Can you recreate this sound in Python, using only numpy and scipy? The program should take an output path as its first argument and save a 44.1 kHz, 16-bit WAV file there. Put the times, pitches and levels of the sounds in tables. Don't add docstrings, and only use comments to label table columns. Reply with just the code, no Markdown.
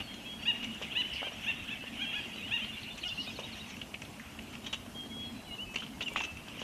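import sys
import numpy as np
from scipy import signal
from scipy.fft import rfft, irfft, next_fast_len
from scipy.io import wavfile
from scipy.ndimage import uniform_filter1d, map_coordinates

SR = 44100
rng = np.random.default_rng(int(sys.argv[2]) if len(sys.argv) > 2 else 0)


def put_to_file(sound):
    columns = np.atleast_2d(sound).T
    safe = np.clip(columns, -1, 1)
    whole_steps = np.round(safe * 32767)
    wavfile.write(sys.argv[1], SR, whole_steps.astype(np.int16))


def voltage_ratio(decibels):
    exponent = np.asarray(decibels, float) / 20
    return 10 ** exponent


N = 292383


def unit(x):
    return x / np.sqrt(np.mean(x ** 2) + 1e-20)


def along(points, hz):
    f, v = np.transpose(points)
    return np.interp(np.log(hz + 1), np.log(f + 1), v)


def wobble(rate, size=N):
    knots = rng.standard_normal(int(size * rate / SR) + 4)
    return map_coordinates(knots, [np.arange(size) * rate / SR])


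def filtered(x, response):
    m = next_fast_len(N + SR // 2)
    return irfft(rfft(x, m) * response(np.fft.rfftfreq(m, 1 / SR)), m)[:N]


def resonant(x, modes):
    def response(f):
        total = 0
        for k, (centre, width, db) in enumerate(modes):
            total = total + (-1) ** k * voltage_ratio(db) * 1j * f * width / (centre * centre - f * f + 1j * f * width)
        return total
    return filtered(x, response)


def rush(spectrum, patchy_db):
    z = signal.stft(rng.standard_normal(N), nperseg=512)[2]
    field = uniform_filter1d(rng.standard_normal(z.shape), 4, 0)
    field = uniform_filter1d(field, 6, 1)
    x = signal.istft(z * voltage_ratio(patchy_db * unit(field)), nperseg=512)[1][:N]
    return unit(filtered(x, lambda hz: voltage_ratio(along(spectrum, hz))))


def add(track, s, x):
    part = track[round(s * SR):][:len(x)]
    part += x[:len(part)]


def bend(length, first, middle, last, late=1):
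    u = np.arange(round(length * SR)) / (length * SR)
    v = u ** late
    return u, first * (1 - v) * (1 - 2 * v) + 4 * middle * v * (1 - v) + last * v * (2 * v - 1)


def background():
    # frequency in Hz, level in dB (air: dB per Hz).
    far_spectrum = [(500, -120), (1200, -23), (1600, -16), (2000, -10), (2500, -6), (2850, -2.5),
                    (3300, -7.5), (3900, -21), (4600, -35.5), (6000, -26), (7500, -45), (10000, -120)]
    hum_spectrum = [(60, -120), (120, -26), (170, -11), (220, 4), (260, -2), (320, -12), (420, -41),
                    (900, -120)]
    haze_spectrum = [(3500, -120), (4600, -14), (5600, 0), (6500, -2), (7400, -16), (9000, -120)]
    air_spectrum = [(12, -40), (30, -14), (70, -4), (136, -5.5), (251, -7), (518, -15.5), (665, -12.5),
                    (1660, -20.5), (1860, -23), (2140, -23), (2820, -26.5), (4050, -25), (12700, -32),
                    (15400, -46.5)]
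    # time in seconds, level in dB.
    chorus_level = [(0, -51), (.3, -53), (.6, -48), (1.15, -45.5), (1.86, -47.5), (2.16, -46), (2.82, -48),
                    (3.06, -52.5), (3.64, -49.5), (4.01, -60), (4.25, -55), (5, -60), (5.3, -55),
                    (5.69, -60), (6.06, -59), (6.18, -49), (6.33, -60.5), (6.63, -45.5)]
    throb_level = [(0, -47), (.3, -53), (.66, -49), (1.2, -58.5), (1.5, -54.5), (1.9, -48.5), (2.2, -53),
                   (2.6, -51), (3.02, -59), (3.25, -49.5), (3.7, -52.5), (4.3, -54), (5.3, -49.5),
                   (5.56, -60), (5.85, -48), (6.33, -56), (6.63, -49.5)]
    twitter_level = [
        (0, -76),
        (1.3, -74),
        (1.45, -64),
        (1.6, -74),
        (2.9, -74),
        (3.1, -66),
        (3.5, -65),
        (3.75, -66),
        (3.9, -78),
        (6.63, -78),
    ]
    t = np.arange(N) / SR
    far_db = np.interp(t, *np.transpose(chorus_level)) + 0.81 * wobble(25)
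    far = voltage_ratio(far_db) * rush(far_spectrum, patchy_db=3.5)
    hum_db = np.interp(t, *np.transpose(throb_level)) + 1.5 * wobble(9)
    hum = voltage_ratio(hum_db) * rush(hum_spectrum, patchy_db=1.5)
    twitter_db = np.interp(t, *np.transpose(twitter_level)) + 2.5 * wobble(30)
    twitter = voltage_ratio(twitter_db) * rush(haze_spectrum, patchy_db=4)
    return far + twitter + hum + voltage_ratio(-50) * rush(air_spectrum, patchy_db=2.0)


def notes():
    # start in seconds, length in seconds, pitch in Hz,
    # peak in dB.
    held = [(.09, .105, 3250, -47), (.247, 0.15, 3295, -44), (.42, .03, 5580, -58), (.52, .075, 5750, -62),
            (2.05, .075, 3240, -42), (4.629, .175, 3790, -54), (4.946, .12, 3243, -41.5),
            (5.095, .225, 3315, -41.5), (5.11, .02, 2190, -53), (5.326, .17, 3310, -64),
            (6.215, .009, 6300, -47), (6.215, .009, 4950, -53), (1.41, .018, 5650, -57),
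            (6.088, .01, 7200, -58), (5.93, .04, 2145, -57), (6.105, 0.037, 2325, -47)]
    thrown = [(0, .028, 2860, -39), (.536, .035, 2855, -37), (.6, 0.069, 2880, -40), (.66, 0.12, 2880, -49),
              (1.026, .06, 3010, -38), (1.087, .13, 2960, -45), (1.528, .12, 2710, -52),
              (1.793, 0.045, 2630, -45), (1.87, .013, 2770, -38), (2.054, 0.076, 2720, -40.5),
              (1.048, .006, 2950, -33), (2.198, .018, 3150, -42), (2.198, .018, 2800, -42),
              (2.245, .02, 2780, -44), (2.386, 0.028, 2528, -42), (2.766, .028, 2788, -43.5),
              (5.648, .1, 2600, -48.5), (5.657, 0.11, 2962, -56), (6.04, .022, 3050, -50),
              (.39, .016, 2880, -43), (3.3, .016, 2700, -44)]
    # start in seconds, length in seconds, first Hz, last Hz, peak in dB.
    hooks = [(.07, .03, 3130, 3250, -48), (2.32, .026, 2600, 2900, -43), (1.325, .022, 5450, 5750, -55),
             (1.516, .12, 3460, 3730, -54.5), (2.422, .06, 2590, 2920, -39),
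             (3.175, .048, 2640, 2880, -33.5), (5.222, .075, 4600, 4170, -58),
             (5.458, .12, 3003, 2880, -48), (5.46, .1, 2500, 2160, -57), (5.58, 0.0675, 2610, 2943, -37.5),
             (6.06, .036, 3084, 2765, -33), (6.15, .165, 2900, 2654, -40), (6.153, .065, 2990, 2740, -42),
             (6.358, .042, 2546, 2697, -49)]
    slides = [(.017, .078, 4570, 4220, -55), (.107, .066, 4220, 4120, -58), (.19, .09, 4150, 4050, -63),
              (3.465, .035, 4900, 5150, -61), (3.63, .03, 4950, 5150, -63), (3.335, .016, 4300, 3400, -54),
              (.39, .12, 4450, 4940, -56.5), (3.08, .027, 3400, 2700, -38), (3.108, .03, 2700, 2900, -36),
              (2.326, .025, 4460, 4780, -55), (2.357, .11, 4000, 3580, -51.4),
              (3.295, .04, 4900, 5200, -58), (5.51, .045, 2820, 2960, -38),
              (5.768, .075, 3000, 3160, -44.5), (6.026, .016, 2780, 3010, -37),
              (6.043, .035, 7300, 7190, -59), (6.124, .09, 7080, 6850, -58), (5.3, 0.288, 4066, 3950, -58)]
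    plunges = [
        (1.132, .015, 5500, 3380, -45),
        (1.146, .01, 6400, 3700, -49),
        (3.051, .026, 5950, 3000, -51),
        (3.074, .011, 6200, 3700, -46),
        (3.198, .034, 5850, 2850, -47.5),
        (3.23, .012, 6000, 3600, -48),
        (3.086, .017, 5100, 3400, -49),
        (3.243, .014, 5300, 3500, -51),
        (1.157, .009, 5100, 3900, -48),
    ]
    # start in seconds, chip length in seconds, chip dB, note Hz, note dB.
    seesaw = [
        (2.65, .012, -53, 3510, -45.5),
        (2.829, .01, -44.5, 3570, -41.5),
        (3.011, .02, -46, 3560, -39.5),
        (3.195, 0.023, -44.5, 3750, -42),
        (3.355, .03, -45.5, 3800, -42.5),
        (3.52, .03, -46, 3830, -44),
        (3.69, .02, -52, 3850, -66),
    ]
    held_bow = 0.0061
    hook_done, slide_done, plunge_done = .95, .47, .34
    chip_hz, chip_mid_hz, chip_end_hz = 4500, 4170, 3510
    note_lag_s, note_s, note_floor_hz, note_ease = .074, 0.0297, 3480, 0.98
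    rows = []
    for s, length, hz, db in list(held) + list(thrown):
        end_hz = hz * (1 - held_bow)
        rows.append((s, length, end_hz, hz, end_hz, db))
    for table, done in ((hooks, hook_done), (slides, slide_done), (plunges, plunge_done)):
        for s, length, first, last, db in table:
            rows.append((s, length, first, first + done * (last - first), last, db))
    for s, length, chip_db, hz, note_db in seesaw:
        rows.append((s, length, chip_hz, chip_mid_hz, chip_end_hz, chip_db))
        rows.append((s + note_lag_s, note_s, note_floor_hz, hz, note_ease * hz, note_db))
    return rows


def whistles():
    steep_hz_per_s = 45000
    flutter_per_db = .09
    out = np.zeros((2, N))
    for s, length, first, middle, last, db in notes():
        u, pitch = bend(length, first, middle, last)
        steep = int((first - last) / length > steep_hz_per_s)
        pitch = pitch * (1 + 0.001 * wobble(43, size=len(u)) + .002 * wobble(14, size=len(u)))
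        phase = 2 * np.pi * np.cumsum(pitch) / SR
        flutter_db = (0.74 + flutter_per_db * max(-44 - db, 0)) * wobble(54, size=len(u))
        husk_db = steep * 3 * wobble(300, size=len(u))
        swell = np.sin(np.pi * u) ** 0.38 * voltage_ratio(db + flutter_db + husk_db)
        add(out[steep], s, swell * (np.sin(phase) + voltage_ratio(-38) * np.sin(2 * phase)))
    return out


def claws():
    # start in seconds, peak in dB, bright part in dB, centre in Hz.
    scratches = [(0.1404, -40, -11, 3250), (0.6417, -31, -14.5, 2960), (.7455, -44, -10, 3000),
                 (.8445, -37, -14, 2900), (1.955, -37, -30, 2900), (2.6435, -31, -35, 3050),
                 (1.638, -45, -7, 2720), (2.048, -37, -34, 2970), (2.3582, -37, -32, 2760),
                 (3.767, -37.5, -18, 2750), (3.8145, -30, -32, 2740), (3.9411, -28.5, -34, 2490),
                 (4.0184, -32, -15, 2230), (4.0497, -40, -22, 3510), (4.196, -36, -22, 1850),
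                 (4.2607, -41.5, -24, 2600), (4.3885, -32, -35, 2560), (4.5516, -35, -21, 2720),
                 (4.862, -44, -21.5, 2910), (5.7422, -33, -11, 2390), (5.7579, -22.5, -19, 2710),
                 (5.7826, -36, -15, 3060), (5.8022, -36, -16, 3000), (5.8626, -36, -22, 2800),
                 (6.0228, -30, -15, 3400), (6.0804, -31, -18, 2720), (6.161, -24, -33, 2700),
                 (6.191, -33, -14, 2600), (6.2016, -22.5, -29, 2620), (6.209, -34, -21, 2770),
                 (6.2167, -35, -14, 2760), (6.3698, -36.5, -17, 2620), (6.4817, -35.5, -22.5, 3220)]
    rasps = [(0.0014, -29.5, -41, 2800), (0.6264, -29.5, -28, 2840), (0.8183, -30, -20.5, 2840),
             (2.9772, -37.5, -12, 2670), (3.3932, -36, -16, 2910), (3.7002, -38.5, -17, 2800),
             (4.5291, -39.5, -19.5, 2600), (4.6405, -40.5, -16, 3050), (4.6625, -29.5, -20, 3110),
             (4.7279, -24, -16.5, 2950), (4.7614, -46, -21, 3380), (5.8254, -33.5, -26, 2940),
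             (6.0074, -25.5, -28, 2730), (6.1675, -25, -24, 2730), (6.236, -29.5, -15, 2720),
             (6.5925, -36, -14, 2570), (6.6126, -33, -21, 3050)]
    # start in seconds, peak in dB, limb pitch in Hz.
    knocks = [(.339, -48, 581), (.815, -34.5, 563), (1.147, -47, 536), (1.218, -36, 596), (1.229, -29, 774),
              (1.27, -34, 603), (1.32, -41.5, 650), (1.499, -43, 848), (1.839, -40, 573), (2.357, -49, 560),
              (2.91, -48.5, 416), (3.276, -42, 700), (3.39, -31, 565), (3.94, -47, 748), (4.196, -46, 1410),
              (4.863, -43.5, 640), (4.955, -42, 479), (5.061, -44, 470), (5.167, -48, 460),
              (5.741, -46, 662), (5.822, -38, 1450), (6.006, -40, 1480), (6.117, -39, 533),
              (6.16, -20, 1180), (6.209, -29, 960), (6.479, -45, 945), (6.573, -43, 523), (6.617, -33, 550)]
    # centre in Hz, width in Hz, level in dB.
    bark_modes = [(2900, 1100, -2), (3700, 2400, -13)]
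    bright_modes = [(5770, 900, 3), (7600, 2800, -8)]
    tick_s, rasp_s = 0.0082, .022
    limb_t60_s, damping_s_per_db = 0.013, .00022
    body, bright, knock = np.zeros(N), np.zeros(N), np.zeros(N)
    t = np.arange(SR // 16) / SR
    for rows, length in ((scratches, tick_s), (rasps, rasp_s)):
        for s, db, bright_db, hz in rows:
            slips = rng.standard_normal((2, len(t))) * voltage_ratio(1.4 * wobble(430, size=len(t)))
            run = slips * np.exp(-(t / length) ** 4 - .5 * t / length) * (1 - np.exp(-t / 0.00019))
            ring = signal.iirpeak(hz, 2.8, SR)
            flake = signal.lfilter(*ring, signal.lfilter(*ring, run[0]))
            thud = uniform_filter1d(uniform_filter1d(run[1], size=9), size=12)
            add(body, s, voltage_ratio(db - 1.0) * flake / np.abs(flake).max())
            add(bright, s, voltage_ratio(db + bright_db + 11.5) * run[1])
            add(knock, s, voltage_ratio(db - 5.5) * thud)
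    for s, db, hz in knocks:
        t60 = max(limb_t60_s - damping_s_per_db * (db + 45), .003)
        modes = np.sin(2 * np.pi * hz * t) + 0.59 * np.sin(2 * np.pi * 1.676 * hz * t)
        add(knock, s, voltage_ratio(db + 9 - 60 * t / t60) * modes * (1 - np.exp(-t / 0.00069)))
    crackle = resonant(resonant(bright, [(6700, 3300, 0)]), bright_modes)
    wood = 1.06 * body + 0.34 * resonant(body, bark_modes) + crackle + knock
    return filtered(wood, lambda f: 1 / (1 + 1j * f / 12000) ** 4)


def syllables():
    # start in seconds, length in seconds, first Hz, last Hz, level in dB.
    mutters = [
        (.24, .047, 455, 525, -43),
        (2.598, .052, 530, 640, -35),
        (3.262, .05, 470, 455, -39),
    ]
    # start in seconds, length in seconds, first Hz, last Hz, level in dB.
    climbs = [
        (.411, .034, 550, 750, -40),
        (.898, .05, 530, 790, -38),
        (1.198, .03, 510, 635, -37),
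        (1.415, .045, 490, 780, -37),
        (1.668, .035, 550, 780, -38),
        (1.966, .022, 530, 650, -39),
        (2.117, .036, 560, 770, -34),
        (2.466, .036, 510, 760, -35),
        (2.572, .034, 740, 640, -35),
        (3.024, .021, 515, 665, -37),
    ]
    # start in seconds, length in seconds, first Hz, top Hz, level in dB.
    arches = [
        (.454, .064, 800, 960, -26.5),
        (.95, .074, 815, 1003, -26.5),
        (1.226, .064, 680, 795, -36),
        (1.462, .058, 790, 921, -29.5),
        (1.7, .042, 790, 890, -36),
        (1.99, .066, 689, 813, -33),
        (2.15, .048, 800, 852, -33.5),
        (2.507, .072, 770, 949, -29),
        (3.044, .036, 695, 725, -37),
    ]
    mutter_bow_hz_per_s = 900
    fall_back = .88
    rows = []
    for s, length, first, last, db in mutters:
        rows.append((s, length, first, (first + last) / 2 + mutter_bow_hz_per_s * length, last, db, True))
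    for s, length, first, last, db in climbs:
        rows.append((s, length, first, (first + last) / 2, last, db, False))
    for s, length, first, top, db in arches:
        rows.append((s, length, first, top, top - fall_back * (top - first), db, True))
    return rows


def nasal():
    # frequency in Hz, level in dB.
    beak = [(700, -21), (1000, -25.5), (1700, -12), (2000, -18), (2300, -11), (2480, -2), (2750, 0),
            (2870, 3.5), (2980, -4), (3250, -1), (3450, -9), (3950, -15), (4300, -30), (4700, -45),
            (6200, -24), (9000, -50)]
    late_top, flat_top = 1.33, 1.3
    low_voice_hz, low_span_hz, thin_db = 700, 50, -6
    upper_db = -8
    out, k = np.zeros(N), np.arange(1, 15)[:, None]
    for s, length, first, middle, last, db, arched in syllables():
        u, pitch = bend(length, first, middle, last, late_top ** arched)
        if arched:
            climb = middle - first
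            pitch = middle - climb * np.abs((middle - pitch) / climb) ** flat_top
        pitch = pitch * (1 - 0.02 * arched * u ** 5 + 0.0043 * wobble(142, size=len(u)))
        low = np.clip((low_voice_hz - pitch) / low_span_hz, 0, 1)
        voice_db = np.where(k < 5, thin_db * low, upper_db * np.where(k == 5, 1 - low, 1))
        phase = k * 2 * np.pi * np.cumsum(pitch) / SR
        stack = np.sum(voltage_ratio(along(beak, k * pitch) + voice_db) * np.sin(phase), axis=0)
        swell = np.abs(np.sin(np.pi * u ** (1.15 if arched else 1.6))) ** (.4 if arched else .7)
        add(out, s, stack * swell * voltage_ratio(db + (3 - 1.8 * arched) * wobble(120, size=len(u))))
    return out


def trills():
    # start in seconds, length in seconds, chips per second, fall in Hz, level in dB.
    trill_rows = [
        (1.165, .022, 95, 2430, -53),
        (2.142, .13, 110, 700, -58.5),
        (2.76, 0.061, 40, 1100, -54),
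        (2.946, .059, 45, 1100, -52),
        (3.098, .022, 97, 2800, -52),
        (3.132, .069, 47, 1000, -50),
        (3.236, 0.04, 83, 2620, -50),
    ]
    trill_hz, hz_per_chip_rate = 3820, 7.8
    out = np.zeros(N)
    for s, length, rate, fall_hz, db in trill_rows:
        u = np.arange(round(length * SR)) * rate / SR % 1
        fall = fall_hz * (.5 - u + .05 * wobble(300, size=len(u)))
        pitch = trill_hz + hz_per_chip_rate * rate + fall
        shape = np.sin(np.pi * u) ** 1.7 * voltage_ratio(db + 2.7 * wobble(120, size=len(u)))
        add(out, s, shape * np.sin(2 * np.pi * np.cumsum(pitch) / SR))
    return out


def faint_snaps():
    # start in seconds, peak in dB.
    snaps = [
        (2.363, -47),
        (2.9771, -49),
        (3.2949, -48),
        (4.132, -51),
        (4.4243, -47),
        (4.7277, -52),
        (5.0374, -47),
        (6.1365, -43),
    ]
    out, t = np.zeros(N), np.arange(SR // 200) / SR
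    for s, db in snaps:
        grit = uniform_filter1d(rng.standard_normal(len(t)), size=2)
        add(out, s, voltage_ratio(db + 4 - 60 * t / .004) * grit)
    return out


def forest(x):
    # frequency in Hz, t60 in seconds.
    forest_t60 = [(1000, 0.86), (3000, 0.89), (4500, 0.78), (7000, 0.083)]
    out, step = np.zeros(N), SR // 3
    for at in range(0, N, step):
        hz, t, z = signal.stft(rng.standard_normal(SR), SR, nperseg=256)
        decay = voltage_ratio(-60 * t / along(forest_t60, hz)[:, None]) + 4.4 * voltage_ratio(-60 * t / 0.039)
        tail = signal.istft(z * decay, SR, nperseg=256)[1]
        tail = tail * voltage_ratio(2.5 * wobble(40, size=len(tail)))
        add(out, at / SR + .008, signal.fftconvolve(x[at:at + step], tail / np.linalg.norm(tail)))
    return out


def scene():
    calls, (songs, chips), near = nasal(), whistles(), claws()
    chips = chips + trills()
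    wet = forest(voltage_ratio(-8.5) * calls + voltage_ratio(-10) * songs + voltage_ratio(-3) * chips + voltage_ratio(-9.5) * near)
    return (calls + songs + chips + near + wet + background() + faint_snaps())[None]


def low_pass(x):
    return signal.sosfilt(signal.butter(12, 15540, fs=SR, output="sos"), x)


def record(dry):
    top_hz = 15540
    mix = filtered(dry[0], lambda f: f < top_hz)[None]
    return low_pass(mix)


dry = scene()
out = record(dry)
put_to_file(out)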